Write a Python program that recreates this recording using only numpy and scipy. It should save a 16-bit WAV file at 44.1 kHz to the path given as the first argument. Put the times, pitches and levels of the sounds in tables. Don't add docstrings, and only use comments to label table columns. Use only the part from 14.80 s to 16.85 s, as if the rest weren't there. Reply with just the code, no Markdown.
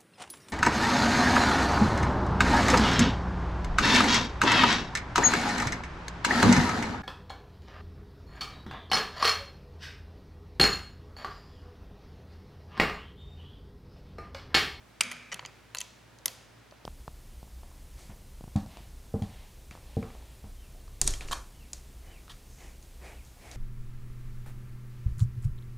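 import sys
import numpy as np
from scipy import signal
from scipy.fft import rfft, irfft
from scipy.io import wavfile
from scipy.ndimage import uniform_filter1d

SR = 44100
rng = np.random.default_rng(int(sys.argv[2]) if len(sys.argv) > 2 else 0)


def voltage_ratio(level):
    return 10 ** (np.asarray(level, float) / 20)


def int16_out(signal):
    q = np.round(np.clip(np.atleast_2d(signal).T, -1, 1) * 32767)
    wavfile.write(sys.argv[1], SR, q.astype(np.int16))


N = 90404
RISE_MS = 0.46


def evened(x):
    return x / np.sqrt(np.mean(x ** 2) + 1e-20)


def read(points, hz):
    f, value = np.transpose(points)
    return np.interp(np.log(hz + 1), np.log(f + 1), value)


def add(mix, s, sound):
    part = mix[round(s * SR):][:len(sound)]
    part += sound[:len(part)]


def damped(peaks):
    narrowest_hz = 111
    modes = []
    for hz, width_hz, db in peaks:
        width_hz = max(width_hz, narrowest_hz)
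        t60 = np.log(1000) / np.pi / width_hz
        modes.append((hz, db + 20 * np.log10(width_hz), t60))
    return modes


def ring(modes, t, force=np.ones(1), neighbour=-1.02):
    spot_db, detune, soft_turns = 1, 0.005, 0.9
    weakest_drive = 0.067
    hz, db, t60 = np.transpose([*modes, *modes])[:, :, None]
    spot, tune = rng.standard_normal((2, len(hz), 1))
    hz = hz * (1 + detune * tune)
    drive = abs(np.exp(2j * np.pi * hz * t[:len(force)]) @ force)[:, None]
    drive = np.maximum(drive, weakest_drive * np.linalg.norm(force))
    sign = neighbour ** (np.arange(len(hz))[:, None] % len(modes))
    decay = voltage_ratio(db + spot_db * spot - 60 * t / t60)
    swell = 1 - np.exp(-(hz * t / soft_turns) ** 2)
    return (sign * decay * swell * np.sin(2 * np.pi * hz * t) / drive).sum(0)


def whitened(force, push):
    size = np.linalg.norm(force)
    for _ in range(4):
        z = rfft(force, 2048)
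        flat = irfft(z / (abs(z) + 1e-9))[:len(force)] * size
        force = np.clip(flat, -2.5 * push, 2.5 * push)
    return force


def chatter(chatter_ms, rise_ms):
    impacts_per_ms, spread_db = 14.0, 2
    ms = 1000 * np.arange(900) / SR
    hit, size, sign = rng.random((3, len(ms)))
    push = np.minimum(ms / rise_ms, 1) ** 2 * np.exp(-np.maximum(ms - rise_ms, 0) / chatter_ms)
    strength = voltage_ratio(-spread_db * np.log(size + 0.01))
    force = push * (hit < impacts_per_ms * 1000 / SR) * np.sign(sign - 0.5) * strength
    return whitened(force, push)


def click(parts, levels_db, chatter_ms, rise_ms=RISE_MS):
    blur = 6
    t = np.arange(1600) / SR
    force, out = chatter(chatter_ms, rise_ms), 0
    for db, modes in zip(levels_db, parts):
        mid = signal.fftconvolve(force, ring(modes, t, force))
        side = signal.fftconvolve(force, ring(modes, t, force))
        broad = [(hz, level, t60 / blur) for hz, level, t60 in modes]
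        around = ring(broad, np.arange(len(mid)) / SR, neighbour=0.93)
        smooth = uniform_filter1d(abs(rfft(around)), size=50)
        around = np.roll(irfft(smooth, len(mid)), 40)
        around = evened(around) * mid.std()
        out = out + voltage_ratio(db) / abs(mid).max() * np.array([mid, side, around]).T
    return out


# (f/Hz, level/dB per Hz)
HISS = [(30, -42), (45, -18), (90, 0), (150, -0.5), (500, -4.5), (1860, -9), (5000, -18), (16000, -29.5)]
# (f/Hz, likeness 0-1)
COHERENCE = [(60, 1), (180, 0.38), (550, 0.25), (1650, 0.77), (4970, 0.61), (15000, 0.089)]


def hiss():
    frames, hz = N // 256 + 5, np.fft.rfftfreq(1024, 1 / SR)
    a, b, c, d = rng.standard_normal((4, len(hz), frames))
    same = np.clip(read(COHERENCE, hz), -1, 1)[:, None]
    left = a + 1j * b
    right = same * left + np.sqrt(1 - same ** 2) * (c + 1j * d)
    z = np.array([left, right]) * voltage_ratio(read(HISS, hz)[:, None])
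    noise = signal.istft(z, nperseg=1024, noverlap=768)[1][:, :N]
    return voltage_ratio(-58) * evened(noise)


def drift(hz):
    t = np.arange(N) / SR
    return evened(sum(np.sin(2 * np.pi * (f * t + rng.random())) for f in np.geomspace(hz / 8, hz, 9)))


# (f/Hz, level/dB, waver/dB)
HUM = [(58, -64, -0.5), (115.1, -66, -3.5), (118.6, -85.5, 1)]


def hum():
    t, out = np.arange(N) / SR, 0
    for hz, db, waver_db in HUM:
        level = voltage_ratio(db + waver_db * drift(hz=16.0)) * np.sqrt(2)
        out = out + level * np.sin(2 * np.pi * hz * t + 0.38 * drift(hz=5.98))
    return out


# (f/Hz, level/dB, t60/s)
HEAD = [(412, -9.5, 0.02), (535, -4, 0.033), (653, -6, 0.022), (893, 0, 0.013), (993.5, -2, 0.045),
        (1269, 3, 0.015), (1680, 3, 0.0057)]
# (t/s, level/dB)
THUDS = [(0.206, -29), (.313, -37), (0.519, -37.5), (0.527, -36.5), (0.558, -50), (0.591, -40.5),
         (.625, -41), (0.65, -42.5), (.685, -49), (.948, -36.5), (.957, -42), (.967, -41), (1.005, -48.5),
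         (1.457, -35.5), (1.480, -43), (1.9214, -48.5)]


def thuds(metal):
    for s, db in THUDS:
        add(metal, s, click([HEAD], [db], chatter_ms=2.7))


# (f/Hz, t60/s)
SHOP_DECAY = [(250, 0.95), (1000, 0.65), (2400, 0.81), (5000, 0.74), (9000, 0.6), (14000, 0.21)]
# (f/Hz, level/dB)
SHOP_COLOUR = [(300, 13), (1200, 8.5), (2400, 5.2), (5000, 0.7), (9000, -1), (14000, 6.5)]


def shop(x):
    tail_db, rise_s, same = -14, 0.0022, 0.88
    hz, t, z = signal.stft(rng.standard_normal((2, SR)), SR, nperseg=256)
    decay_db = 60 * t / read(SHOP_DECAY, hz)[:, None]
    z = z * voltage_ratio(read(SHOP_COLOUR, hz)[:, None] - decay_db)
    tail = signal.istft(z, SR, nperseg=256)[1]
    left, other = tail * np.minimum(np.arange(tail.shape[1]) / SR / rise_s, 1)
    right = same * left + np.sqrt(1 - same ** 2) * other
    tail = np.array([left, right]) * voltage_ratio(tail_db) / np.linalg.norm(left)
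    return signal.fftconvolve(x[None], tail, axes=1)[:, :N]


# (f/Hz, width/Hz, level/dB)
ARM = [(1203, 360, -7.5), (1560, 83, -20.5), (2007, 150, -9), (2274, 150, -4), (2470, 84, -0.5),
       (2680, 80, -4), (2990, 360, -3.5)]
# (f/Hz, width/Hz, level/dB)
RETAINER = [(4040, 210, -19), (4810, 150, 2), (5050, 74, -2.5), (5600, 96, -4), (6000, 64, -4)]
# (f/Hz, level/dB, t60/s)
SCREW = [(6060, -25, 0.0092), (6300, -17, 0.012), (7040, 4, 0.0098), (7730, -1, 0.012), (8530, 4, 0.011),
         (8770, -5, 0.018), (9040, -3, 0.03), (9640, -5, 0.0097), (10420, -4, 0.0098), (11850, -13, 0.018),
         (13000, -13.5, 0.0068)]
# (t/s, chatter/ms, arm level/dB, retainer level/dB, screw level/dB)
KNOCKS = [
    (0.2066, 0.93, -26, -35, -55),
    (0.2079, 2, -10.5, -17.5, -12.5),
    (0.2137, 2.5, -21.5, -33, -26.5),
]


def knocks(metal):
    parts = damped(ARM), damped(RETAINER), SCREW
    for s, chatter_ms, *levels_db in KNOCKS:
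        add(metal, s, click(parts, levels_db, chatter_ms))


# (t/s, f/Hz, level/dB, t60/s, rise/ms)
NUDGES = [(.225, 243.4, -48.5, 0.99, 25), (.255, 207, -40.5, 0.1, 8.6), (.33, 162, -52.5, 0.34, 11),
          (.53, 169, -48, 0.17, 15), (0.613, 148.3, -54.5, 0.39, 18), (1.007, 989, -48.5, 0.16, 5.8),
          (1.012, 4300, -71, 0.35, 3), (.655, 4900, -46.5, 0.096, 5), (1.462, 317, -56, 0.18, 2.8),
          (0.2066, 205, -46, 0.088, 1.7), (1.923, 603, -41, 0.02, 0.32)]


def nudges(body):
    t = np.arange(SR) / SR
    for s, hz, db, t60, rise_ms in NUDGES:
        swell = np.sin(np.pi / 2 * np.minimum(1000 * t / rise_ms, 1)) ** 2
        add(body, s, voltage_ratio(db - 60 * t / t60) * swell * np.sin(2 * np.pi * hz * t))


# (t/s, level/dB, f/Hz)
SNAPS = [
    (0.2081, -9, 4400),
    (0.5431, -22, 7400),
    (.9490, -25.5, 3880),
    (1.0137, -28, 5800),
]


def snaps(metal):
    for s, db, hz in SNAPS:
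        u = np.arange(64) / SR * hz - 1.5
        pulse = -voltage_ratio(db) * (1 - 2 * (np.pi * u) ** 2) * np.exp(-(np.pi * u) ** 2)
        add(metal, s - 1.5 / hz, pulse[:, None] * [1, 0.6, 1])


# (f/Hz, level/dB, t60/s)
CASTING = [(1296, -4.5, 1.08), (1648, -7, 2.03), (2080, -27, 2), (2266, -7, 1.8), (2250, -21, 0.6),
           (2370, -0.5, 1.3), (2724, -17, 0.45), (2845, -19, 0.17), (2840, -16, 5.0)]


def casting(body):
    blur_hz, longest_s = 88.9, 1.2
    t, out = np.arange(SR) / SR, 0
    offsets = blur_hz * rng.standard_normal((len(CASTING), 18))
    for (hz, db, t60), row in zip(CASTING, offsets):
        decay = voltage_ratio(db - 60 * t / min(t60, longest_s))
        for b in row:
            out = out + decay * np.sin(2 * np.pi * (hz + b) * t + 99 * b)
    add(body, 0.209, voltage_ratio(-55) * out * np.minimum(t / 0.0028, 1))


# (f/Hz, level/dB, t60/s)
TAPPET = [(1990, -4.5, 0.016), (2655, -8, 0.041), (3000, -4.5, 0.021), (3190, -1, 0.013), (3600, -6, 0.008)]
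STEM = [(3930, -0.5, 0.0091), (4170, -7.5, 0.037), (4590, 5, 0.014), (4800, 4.5, 0.004),
        (4940, 5.5, 0.0088), (5800, 3.5, 0.0039)]
BLADE = [(5990, 1, 0.014), (5730, -9.5, 0.014), (6250, 1, 0.015), (6610, 1.5, 0.013), (7100, 0.5, 0.014),
         (7640, 3.5, 0.0043)]
TIP = [(8660, -2, 0.0087), (8450, 9, 0.0068), (9330, 2.5, 0.0061), (9870, 9.5, 0.0059),
       (10770, 10.5, 0.007), (12180, 0.5, 0.0096), (11720, -9, 0.0065), (13200, -14, 0.012),
       (13400, -20, 0.006), (15300, -36, 0.0052)]
# (t/s, tappet level/dB, stem level/dB, blade level/dB, tip level/dB)
TICKS = [(0.2341, -54, -30.5, -30.5, -39), (0.3198, -40, -38.5, -41, -35), (.3285, -41, -54, -46, -43),
         (0.5428, -31.5, -35.5, -31, -31.5), (0.6593, -39, -41.5, -31.5, -45.5),
         (0.966, -50, -45, -52, -46), (0.9697, -36, -32, -36.5, -38), (0.9842, -39, -31.5, -22, -32),
         (0.982, -56, -41, -50, -55), (1.0024, -38.5, -64.5, -41, -34.5), (1.0047, -33, -30.5, -33.5, -27),
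         (1.013, -30, -38.5, -24.5, -33), (1.3860, -59.5, -50, -45, -55.5),
         (1.4798, -31.5, -27.5, -30, -33.5), (1.9100, -59, -46, -56, -69.5)]


def ticks(metal):
    for s, *levels_db in TICKS:
        add(metal, s, click((TAPPET, STEM, BLADE, TIP), levels_db, chatter_ms=0.62))


# (f/Hz, level/dB, t60/s)
ROCKER = [(1540, -12, 0.028), (2020, 8, 0.026), (2170, -20, 0.045), (2350, 7, 0.018), (2660, -13, 0.005),
          (3100, 5, 0.018), (3120, -9, 0.0092)]
# (t/s, rocker level/dB, stem level/dB, blade level/dB, tip level/dB)
RUBS = [
    (0.3128, -30, -42, -36, -34.5),
    (0.3645, -44, -54, -53, -58),
    (.5235, -55, -61, -55, -43),
]


def rubs(metal):
    for s, *levels_db in RUBS:
        add(metal, s, click((ROCKER, STEM, BLADE, TIP), levels_db, chatter_ms=2.63, rise_ms=0.88))


def hold(metal, resonances, contacts):
    for s, chatter_ms, db in contacts:
        add(metal, s, click([damped(resonances)], [db], chatter_ms))


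# (f/Hz, width/Hz, level/dB)
DRAGGED = [(1116, 20, -7.5), (1975, 45, 4), (2420, 44, -9.5), (3000, 34, -0.5), (3830, 96, -14),
           (4500, 70, -7), (4860, 71, -12.5), (5790, 96, -2.5), (6720, 45, -7.5), (7640, 43, -13),
           (8300, 28, -17), (8500, 35, -19)]
# (t/s, chatter/ms, level/dB)
DRAGS = [
    (.5165, 3.4, -30),
    (0.5218, 3.7, -27.5),
    (0.5271, 1.6, -27),
    (.532, 2.1, -32.5),
]


def drags(metal):
    hold(metal, DRAGGED, DRAGS)


# (f/Hz, width/Hz, level/dB)
TAPPED = [(990, 230, 2.5), (1950, 280, 0.5), (2330, 80, -1), (3010, 240, 1), (3900, 110, -14),
          (4490, 130, -2), (5630, 140, -19), (6700, 210, -9)]
# (t/s, chatter/ms, level/dB)
TAPS = [
    (0.5924, 1.4, -27),
    (0.6498, 1.302, -27.5),
]


def taps(metal):
    hold(metal, TAPPED, TAPS)


# (f/Hz, width/Hz, level/dB)
SEATED = [(1610, 540, 2.5), (2730, 250, -0.5), (4130, 130, 1), (6830, 340, -6), (7400, 250, -11),
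          (8200, 300, -10.5), (10400, 640, -14), (11900, 560, -13), (14000, 250, -25), (15140, 520, -27)]
# (t/s, chatter/ms, level/dB)
SEATS = [
    (0.9475, 0.91, -22),
    (0.9536, 2.1, -32),
]


def seats(metal):
    hold(metal, SEATED, SEATS)


# (f/Hz, width/Hz, level/dB)
PINCHED = [(2010, 56, -1.5), (3170, 450, -4.5), (3750, 71, -0.5), (4380, 330, -11.5), (5290, 106, 3),
           (5920, 100, -2), (6340, 160, 3.5), (7260, 540, -14.5), (8350, 150, -4.5), (8840, 255, -8),
           (9540, 250, -5.5), (10000, 310, -1), (11030, 900, -1.5), (11930, 250, -1)]
# (t/s, chatter/ms, level/dB)
PINCHES = [
    (1.4572, 0.831, -8.5),
    (1.4605, 2.29, -29),
]


def pinches(metal):
    hold(metal, PINCHED, PINCHES)


def scene():
    metal, body = np.zeros((N, 3)), np.zeros(N)
    for contact in (thuds, knocks, snaps, ticks, rubs, drags, taps, seats, pinches):
        contact(metal)
    nudges(body)
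    casting(body)
    mid, side, around = metal.T
    off_axis = voltage_ratio(-16) * signal.lfilter([1, -1], 1, side)
    near = mid + off_axis * [[1], [-1]]
    right_db = 0.52
    return (near + body + hum() + shop(around) + hiss()) * voltage_ratio(np.array([[0], [right_db]]))


def low_pass(x):
    return signal.sosfilt(signal.butter(12, 16640, fs=SR, output="sos"), x)


def record(dry):
    low_cut = signal.butter(4, 60, "high", fs=SR, output="sos")
    mix = signal.sosfilt(low_cut, dry)
    return low_pass(mix)


dry = scene()
out = record(dry)
int16_out(out)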